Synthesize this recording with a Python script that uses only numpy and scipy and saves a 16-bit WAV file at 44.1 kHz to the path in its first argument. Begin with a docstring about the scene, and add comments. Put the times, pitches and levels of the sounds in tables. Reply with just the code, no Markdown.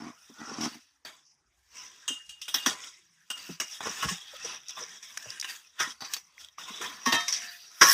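"""Dry palm leaflets rustle and crackle as fronds sweep and snap: flickering bands of hiss, ticks and ringing ribs.
Stalks creak over a blade as a train of small slips, and thump or crack as short pushes of resonating noise.
A long metal pole with a sickle is knocked: its blade, tube and hook ring as dying sine waves with a dull echo.
Patchy, faint noise is the air of the plantation behind it all."""
import sys
import numpy as np
from scipy import signal
from scipy.io import wavfile

SR = 44100
rng = np.random.default_rng(int(sys.argv[2]) if len(sys.argv) > 2 else 0)


def ratio(d):
    """dB to gain"""
    e = np.asarray(d, float) / 20
    return 10 ** e


def wrap_up_sound(samples):
    """Save the sound to the file named by the first command line argument, as 16-bit audio."""
    columns = np.atleast_2d(samples).T
    # keep every value between -1 and 1, then stretch to whole-number steps
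    tamed = np.clip(columns, -1, 1)
    steps = np.round(tamed * 32767).astype(np.int16)
    wavfile.write(sys.argv[1], SR, steps)


N = 349713   # length in samples

# Fronds sweeping through the leaves. Each row: start in seconds, length in seconds, level at the start in dB,
# level at the end in dB, woody part in dB relative to it.
SWEEPS = [(0, 0.088, -49.5, -50.5, 8), (0.411, 0.25, -46, -40, 4), (1.772, 0.31, -45.5, -54.5, -8),
          (2.634, 0.24, -40.5, -41.5, -9), (3.374, 0.16, -40.5, -40.5, -9.5),
          (3.659, 0.092, -45, -36.5, -19), (3.853, 0.25, -38, -28.5, -8), (4.24, 0.17, -46, -43, -13),
          (4.459, 0.088, -35, -37.5, -5), (4.797, 0.17, -42, -45.5, -7.5), (5.03, 0.18, -48.5, -44, -14.5),
          (5.25, 0.13, -44.5, -42, -10.5), (5.5, 0.076, -33, -41, -17), (5.78, 0.024, -51.5, -21, -8),
          (5.841, 0.07, -46, -39, -11), (6.024, 0.028, -50, -36, -8), (6.119, 0.019, -41, -33, -16.5),
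          (6.418, 0.055, -46, -57, -17), (6.685, 0.51, -37, -46.5, -7), (7.146, 0.31, -44, -35, -12),
          (7.518, 0.22, -42.5, -61, -25), (7.888, .1, -19, -13, -30)]
# Leaves stirring between sweeps. Each row: time in seconds, level in dB.
STIRRING = [(0, -62), (.36, -54), (.85, -85), (1.3, -92), (1.7, -63), (2.3, -56.5), (3.1, -67.5),
            (3.5, -56.5), (5.4, -53), (5.7, -58), (6.5, -65.5), (7.93, -47.5)]
# Snaps that shake the leaflets. Each row: time in seconds, strength in dB, woody part in dB relative to it,
# basic time for the tail to fall by 60 dB in seconds.
SNAPS = [(0.606, -23.5, -21, 0.59), (0.744, -33, -5, 0.16), (1.049, -27, -7.5, 0.37),
         (2.079, -16.5, -14, 0.26), (2.2923, -28, -26, 0.22), (2.415, -21.5, -35, 0.24),
         (2.4804, -19.5, -15, 0.26), (2.5418, -9, -13.5, 0.2), (2.6604, -10, -3, 0.24),
         (2.839, -32.5, -31, 0.63), (3.3023, -17.5, -9.5, 0.15), (3.6002, -11.5, -7, 0.15),
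         (3.806, -29.5, 9, 0.16), (3.827, -28.5, 4, 0.32), (3.856, -29, 11, 0.19),
         (3.871, -25.5, 11.5, 0.071), (3.903, -28.5, 7.5, 0.1), (4.026, -14, -3.5, 0.18),
         (4.086, -18, -20, 0.42), (4.4428, -39.5, -11, 1), (4.692, -30.5, -11.5, 0.24),
         (4.77, -42, 10.5, 0.44), (5.026, -31.5, -14, 0.27), (5.173, -26, -10, 0.037),
         (5.225, -31, -25, 0.091), (5.445, -20, -10, 0.095), (5.427, -21, -18, 0.12),
         (6.0068, -24.5, -8, 0.088), (6.021, -26, 4, 0.074), (6.136, -9.5, -29, 0.08),
         (6.1654, -19, -11.5, 0.086), (6.447, -32.5, -22.5, 0.028), (6.486, -39.5, -20, 0.046),
         (6.577, -30, -3, 1), (6.812, -21.5, 0, 0.37), (7.056, -15, -9, 0.62), (7.1228, -7, -4.5, 0.24),
         (7.145, -9.5, -3, 0.15), (7.281, -13, -19, 0.17), (7.3248, -13.5, -20, 0.17),
         (7.811, -6, -1.5, 0.48)]
# Tone colour of the leaves. Each row: frequency in Hz, relative level per Hz in dB.
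LEAF_COLOUR = [(35, -48.5), (60, -37.5), (315, -28), (520, -33.5), (767, -29.5), (1700, -7.5), (1950, -6),
               (3270, 0.5), (4120, 2), (5210, 4.5), (9130, 7), (14900, 26.5), (16000, -31)]
# A stalk slipping over the blade in jerks. Each row: start in seconds, length in seconds,
# slips per second at first, strength in dB.
CREAKS = [(.003, .09, 54, -52), (0.392, .12, 84, -59), (0.585, .09, 46, -46), (0.7, 0.089, 60, -66)]
# Resonances of the creaking stalk. Each row: frequency in Hz, width in Hz, relative level in dB.
STALK_MODES = [(248, 69, 0.5), (326, 133, -10), (704, 64, -13.5)]
# Heavy stalks landing and knocking, and a few deep low thuds. Each row: time in seconds, peak in dB, frequency
# in Hz.
THUMPS = [(0.293, -44.5, 229), (.511, -35.5, 250), (2.099, -39.5, 264), (2.548, -42.5, 287),
          (2.66, -26, 255), (3.49, -33.5, 172), (3.89, -43, 224), (4.043, -31, 136), (4.05, -35, 67),
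          (4.108, -32, 172.5), (4.33, -43, 555), (4.442, -36, 474), (4.81, -42, 476), (5.26, -49.5, 118),
          (5.255, -42.5, 530), (5.8, -40, 350), (5.87, -42, 235), (6.7, -42, 215), (6.801, -39.5, 346),
          (7.065, -24, 246), (7.128, -27.5, 258), (7.813, -5, 1490), (7.816, -27, 346)]
# Dry ribs cracking. Each row: time in seconds, peak in dB, frequency in Hz.
CRACKS = [(2.542, -35, 2650), (2.662, -15.5, 1610), (2.838, -34, 3040), (3.806, -28.5, 816),
          (4.684, -25.5, 5300), (5.1735, -25, 1560), (5.174, -21.5, 6140), (5.3038, -24, 4870),
          (5.3985, -21, 5270), (5.4125, -17.5, 5100), (5.4259, -27, 1780), (5.4452, -28.5, 1740),
          (6.136, -26, 3330), (6.38, -38.5, 1980), (6.583, -31, 1180), (7.341, -35, 1870),
          (7.418, -34, 2630)]
# Knocks on the blade. Each row: time in seconds, strength in dB, ring time as a multiple of the free one.
BLADE_KNOCKS = [(2.08, -32, 1.2), (2.293, -46, 1.1), (2.416, -48, 1), (2.48, -44, 1), (2.544, -39, .9),
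                (2.6, -42, .9), (2.665, -42, 1), (3.301, -34, .9), (3.6, -43, 1.2), (4.09, -41, .6)]
# The pole bumping along a stalk, damped where leaves lie on it. Each row: time in seconds,
# tube strength in dB, sickle strength in dB, ring time as a multiple of the free one.
POLE_KNOCKS = [(4.03, -33, -42, .35), (4.085, -33, -39, .35), (6.828, -55, -41, .8), (7.06, -28, -31, 1.1),
               (7.074, -45, -28, .9), (7.126, -38, -26, .6), (7.143, -40, -23, .7), (7.16, -44, -27, 1),
               (7.817, -24, -36, 1), (7.845, -34, -36, .9), (7.876, -29, -40, 1)]
# Tones of the blade. Each row: frequency in Hz, relative level in dB, free time to fall by 60 dB in seconds.
BLADE_MODES = [(2838, 0, .33), (2861, -2, .28), (3144, -3, .17), (8040, -6, .2), (8110, -4, .2)]
# Tones of the pole's tube. Each row: frequency in Hz, relative level in dB, free time to fall by 60 dB in seconds.
TUBE_MODES = [(1104, 5, .33), (1674, -2, .3), (2330, -10, .15), (2842, -9, .25), (3564, -10, .2),
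              (4640, -7, .14), (5100, -7, .14)]
# Tones of the sickle and its socket. Each row: frequency in Hz, relative level in dB,
# free time to fall by 60 dB in seconds.
HOOK_MODES = [(703, -30, 1.5), (706.3, -36, 1.5), (931, -3, .15), (1296, -12, .3), (1760, -8, .22),
              (1836, 0, .3), (2083, -8, .22), (2600, -7, .16), (3165, -4, .25), (3693, -12, .9),
              (3958, -9, .6), (3966, -11, .6)]
# The echo from the ground. Each row: delay in seconds, level in dB.
ECHOES = [(.013, -9)]
# Tone colour of the air. Each row: frequency in Hz, relative level per Hz in dB.
AIR_COLOUR = [(40, 8.5), (110, -4), (570, -19.5), (1630, -4), (4240, -17.5), (5310, -4.5), (16000, -35)]

STIR_WOODY_DB = -13
SWELL_DB_PER_S, FADE_DB_PER_S = 293, 261        # before and after each sweep
CRISP_DB, CRISP_PER_WOODY = -31.5, -0.71        # woodier sweeps are duller
CRACKLE_T60_S = 0.012                           # the quick first part of a snap
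SNAP_RISE_S, RISE_PER_TAIL = 0.00014, 0.011     # longer tails rise more slowly
SNAP_BODY_DB, SNAP_CRISP_DB = -9.5, -21
SLOWING_PER_S, SLIP_SPREAD_DB = 3.6, 5.5        # the slips thin out as the pull eases
REBOUND_S, REBOUND_DB = 0.013, -3.5             # each slip rebounds once
KNOCK_RISE_S = 0.002
AIR_DB = -70.5


def rms_one(x):
    """Scales a sound to an average strength (rms) of 1."""
    return x / np.sqrt(np.mean(x ** 2) + 1e-20)


def at_hz(points, hz):
    """Reads a tone colour in dB at any frequency, with straight lines over log frequency."""
    point_hz, db = np.transpose(points)
    return np.interp(np.log(hz), np.log(point_hz), db)


def power(spectrum, low, high):
    """Adds up the power of a tone colour between two frequencies."""
    return np.sum(ratio(at_hz(spectrum, np.arange(low, high))) ** 2) * 2 / SR


def drift(rate):
    """Slow random wandering of spread 1: noise smoothed twice at a 20th of the sample rate."""
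    r = np.exp(-40 * np.pi * rate / SR)
    noise = rng.standard_normal(N // 20 + 2002)
    slow = signal.lfilter([1], [1, -2 * r, r * r], noise)[2000:]   # skip the start-up
    return np.interp(np.arange(N) / 20, np.arange(len(slow)), rms_one(slow))


def resonate(x, hz, width_hz):
    """A resonance that favours one frequency, with gain 1 on top."""
    r = np.exp(-np.pi * width_hz / SR)
    turn = 2 * np.pi * hz / SR
    return signal.lfilter([(1 - r * r) / 2, 0, (r * r - 1) / 2], [1, -2 * r * np.cos(turn), r * r], x + 1e-18)


def ring(clicks, hz, t60):
    """Each unit click sets off a dying sine wave that starts with height 1."""
    r, turn = ratio(-60 / (t60 * SR)), 2 * np.pi * hz / SR
    return signal.lfilter([0, np.sin(turn)], [1, -2 * r * np.cos(turn), r * r], clicks + 1e-18)


def grains(per_s, spread_db):
    """Random clicks, most small and a few large, with rms 1."""
    sizes = ratio(spread_db * np.minimum(rng.exponential(1, N), 5))
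    signed = sizes * rng.choice([-1, 1], N)
    return rms_one(signed * (rng.random(N) < per_s / SR))


def banded(spectrum, sources, gains, patchy_db):
    """Third-octave bands of two sources in turn flicker; woody, middle and crisp gains blend across them."""
    out = 0
    edges = 48.5 * 2 ** (np.arange(26) / 3)
    woody, middle, crisp = np.log(gains)
    for k, (low, high) in enumerate(zip(edges, edges[1:])):
        hz = np.sqrt(low * high)
        band_filter = signal.butter(2, [low, high], "band", fs=SR, output="sos")
        band = signal.sosfilt(band_filter, sources[k % 2])
        blend = middle + (woody - middle) / (1 + (hz / 1600) ** 5)
        blend = blend + (crisp - middle) / (1 + (9000 / hz) ** 7)
        flicker_db = patchy_db * (drift(14.7) + 1.62 * drift(2.46))
        out = out + np.exp(blend) * ratio(at_hz(spectrum, hz) + flicker_db) * band
    return out


def leaflets():
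    """Dry leaflets tick in clumps over hiss and ringing ribs; sweeps swell and fade, snaps rise at once."""
    now = np.arange(N) / SR
    stir_db = np.interp(now, *np.transpose(STIRRING))
    # three rows of power over time: woody, middle and crisp
    stir_crisp_db = CRISP_DB + CRISP_PER_WOODY * STIR_WOODY_DB
    parts = ratio([stir_db + STIR_WOODY_DB, stir_db, stir_db + stir_crisp_db]) ** 2

    for s, length, first_db, last_db, woody_db in SWEEPS:
        near = slice(max(round((s - .2) * SR), 0), round((s + length + .3) * SR))
        t = now[near] - s
        db = np.interp(t, [0, length], [first_db, last_db])
        db = db - SWELL_DB_PER_S * np.maximum(-t, 0) - FADE_DB_PER_S * np.maximum(t - length, 0)
        balance_db = np.array([[woody_db], [0], [CRISP_DB + CRISP_PER_WOODY * woody_db]])
        parts[:, near] += ratio(db + balance_db) ** 2

    t = np.arange(SR // 2) / SR
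    for s, strength_db, woody_db, t60 in SNAPS:
        lasting = max(t60, .02) * np.array([[1.1], [1], [.8]])   # the treble dies first
        rise = np.minimum(t / (SNAP_RISE_S + RISE_PER_TAIL * t60), 1)
        shape = (ratio(-60 * t / CRACKLE_T60_S) + ratio(-60 * t / lasting)) * rise
        balance_db = np.array([[woody_db], [0], [SNAP_CRISP_DB]])
        snap = ratio(strength_db + SNAP_BODY_DB + balance_db) * shape
        at = round(s * SR) - 30   # a few samples early
        parts[:, at:at + len(t)] += snap[:, :N - at] ** 2

    # allow for the power that the tone colour already has in each range
    parts /= [[power(LEAF_COLOUR, 400, 1500)], [power(LEAF_COLOUR, 1800, 9000)], [power(LEAF_COLOUR, 9500, 15500)]]
    ticks = grains(900 * ratio(4 * drift(25)), spread_db=4.7)
    sources = .6 * rng.standard_normal((2, N)) + .5 * ticks + .62 * ribs(cycles=190)
    return banded(LEAF_COLOUR, sources * ratio(1.5 * drift(9)), np.sqrt(parts), patchy_db=1.6)


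def ribs(cycles):
    """Stiff midribs, flicked at random, each ring at their own pitch and fall by 60 dB in some cycles; rms 1."""
    pitches = np.geomspace(400, 6000, 40) * rng.uniform(.97, 1.03, 40)
    return rms_one(sum(hz * ring(grains(45, spread_db=2), hz, cycles / hz) for hz in pitches))


def creak():
    """Each slip is a soft pulse of uneven size, with a puff of fibre noise, into the stalk's resonances."""
    slips = np.zeros(N)
    for s, length, per_s, db in CREAKS:
        t = np.arange(round(length * SR)) / SR
        turns = per_s * (1 - np.exp(-SLOWING_PER_S * t)) / SLOWING_PER_S
        uneven = turns + .12 * drift(30)[:len(t)] * (t > 0)
        # one slip each time the count reaches a new whole number
        count = np.floor(np.maximum.accumulate(uneven))
        slips[round(s * SR):][:len(t)] = ratio(db) * np.diff(count, prepend=-1)
    slips *= ratio(SLIP_SPREAD_DB * rng.standard_normal(N))
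    slips += ratio(REBOUND_DB) * np.roll(slips, round(REBOUND_S * SR))
    puffs = signal.lfilter([1], [1, -.99], slips) * np.diff(rng.standard_normal(N + 1))
    push = signal.lfilter([.15], [1, -.85], slips + 0.24 * puffs)
    modes = enumerate(STALK_MODES)
    # neighbouring resonances have opposite signs
    return ratio(58.0) * sum((-1) ** k * ratio(db) * resonate(push, hz, width) for k, (hz, width, db) in modes)


def thumps(rows, t60, rise):
    """A short push of noise rings in a hollow stalk or rib and dies; times in seconds."""
    out, t = np.zeros(N + SR), np.arange(SR // 2) / SR
    for s, peak_db, hz in rows:
        push = rng.standard_normal(len(t)) * ratio(-60 * t / t60) * np.minimum(t / rise, 1)
        thump = resonate(resonate(push, hz, 2.0 * hz), hz, 0.18 * hz)
        out[round(s * SR):][:len(t)] += ratio(peak_db) * thump / np.abs(thump).max()
    return out[:N]


def struck(knocks, modes):
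    """Each knock sets every tone of the metal ringing, with a strength of its own."""
    out, t = np.zeros(N + SR), np.arange(SR * 3 // 4) / SR
    hz, db, t60 = np.transpose(modes)[..., None]
    for s, knock_db, free in knocks:
        strength_db = knock_db + db + 2.0 * rng.standard_normal(hz.shape)
        fading = ratio(strength_db - 60 * t / (free * t60))
        rings = np.sum(fading * np.sin(2 * np.pi * hz * t), axis=0)
        out[round(s * SR):][:len(t)] += rings * np.minimum(t / KNOCK_RISE_S, 1)
    return out[:N]


def metal():
    """Blade, tube and hook ring when knocked; the pole's knocks reach tube and hook together."""
    on_tube = np.delete(POLE_KNOCKS, 2, 1)   # without the sickle column
    on_hook = np.delete(POLE_KNOCKS, 1, 1)   # without the tube column
    return struck(BLADE_KNOCKS, BLADE_MODES) + struck(on_tube, TUBE_MODES) + struck(on_hook, HOOK_MODES)


def ground_echo(x):
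    """The ground returns a delayed copy with softened treble."""
    dull = signal.lfilter([.45], [1, -.55], x)
    return x + sum(ratio(db) * np.pad(dull, (round(s * SR), 0))[:N] for s, db in ECHOES)


def air():
    """Steady noise, coloured and flickering band by band, makes the faint background."""
    noise = banded(AIR_COLOUR, rng.standard_normal((2, N)), np.ones(3), patchy_db=4.0)
    return ratio(AIR_DB) * rms_one(noise)


def scene():
    """Adds leaves, wood, echoing metal and air into one channel."""
    wood = creak() + thumps(THUMPS, t60=0.089, rise=0.0044) + thumps(CRACKS, t60=0.016, rise=0.0001)
    return (leaflets() + wood + ground_echo(metal()) + air())[None]


def band_limit(x):
    """A steep low-pass at the top of the band."""
    return signal.sosfilt(signal.butter(12, 16690, fs=SR, output="sos"), x)


def record(dry):
    """The microphone drops the deepest bass and has two dips; then the very top is cut."""
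    heard = signal.sosfilt(signal.butter(2, 75, "high", fs=SR, output="sos"), dry)
    for hz in (4250, 7400):
        heard = heard - .8 * resonate(heard, hz, width_hz=700)
    mix = signal.sosfilt(signal.cheby2(14, 75, 16300, fs=SR, output="sos"), heard)
    return band_limit(mix)


dry = scene()
out = record(dry)
wrap_up_sound(out)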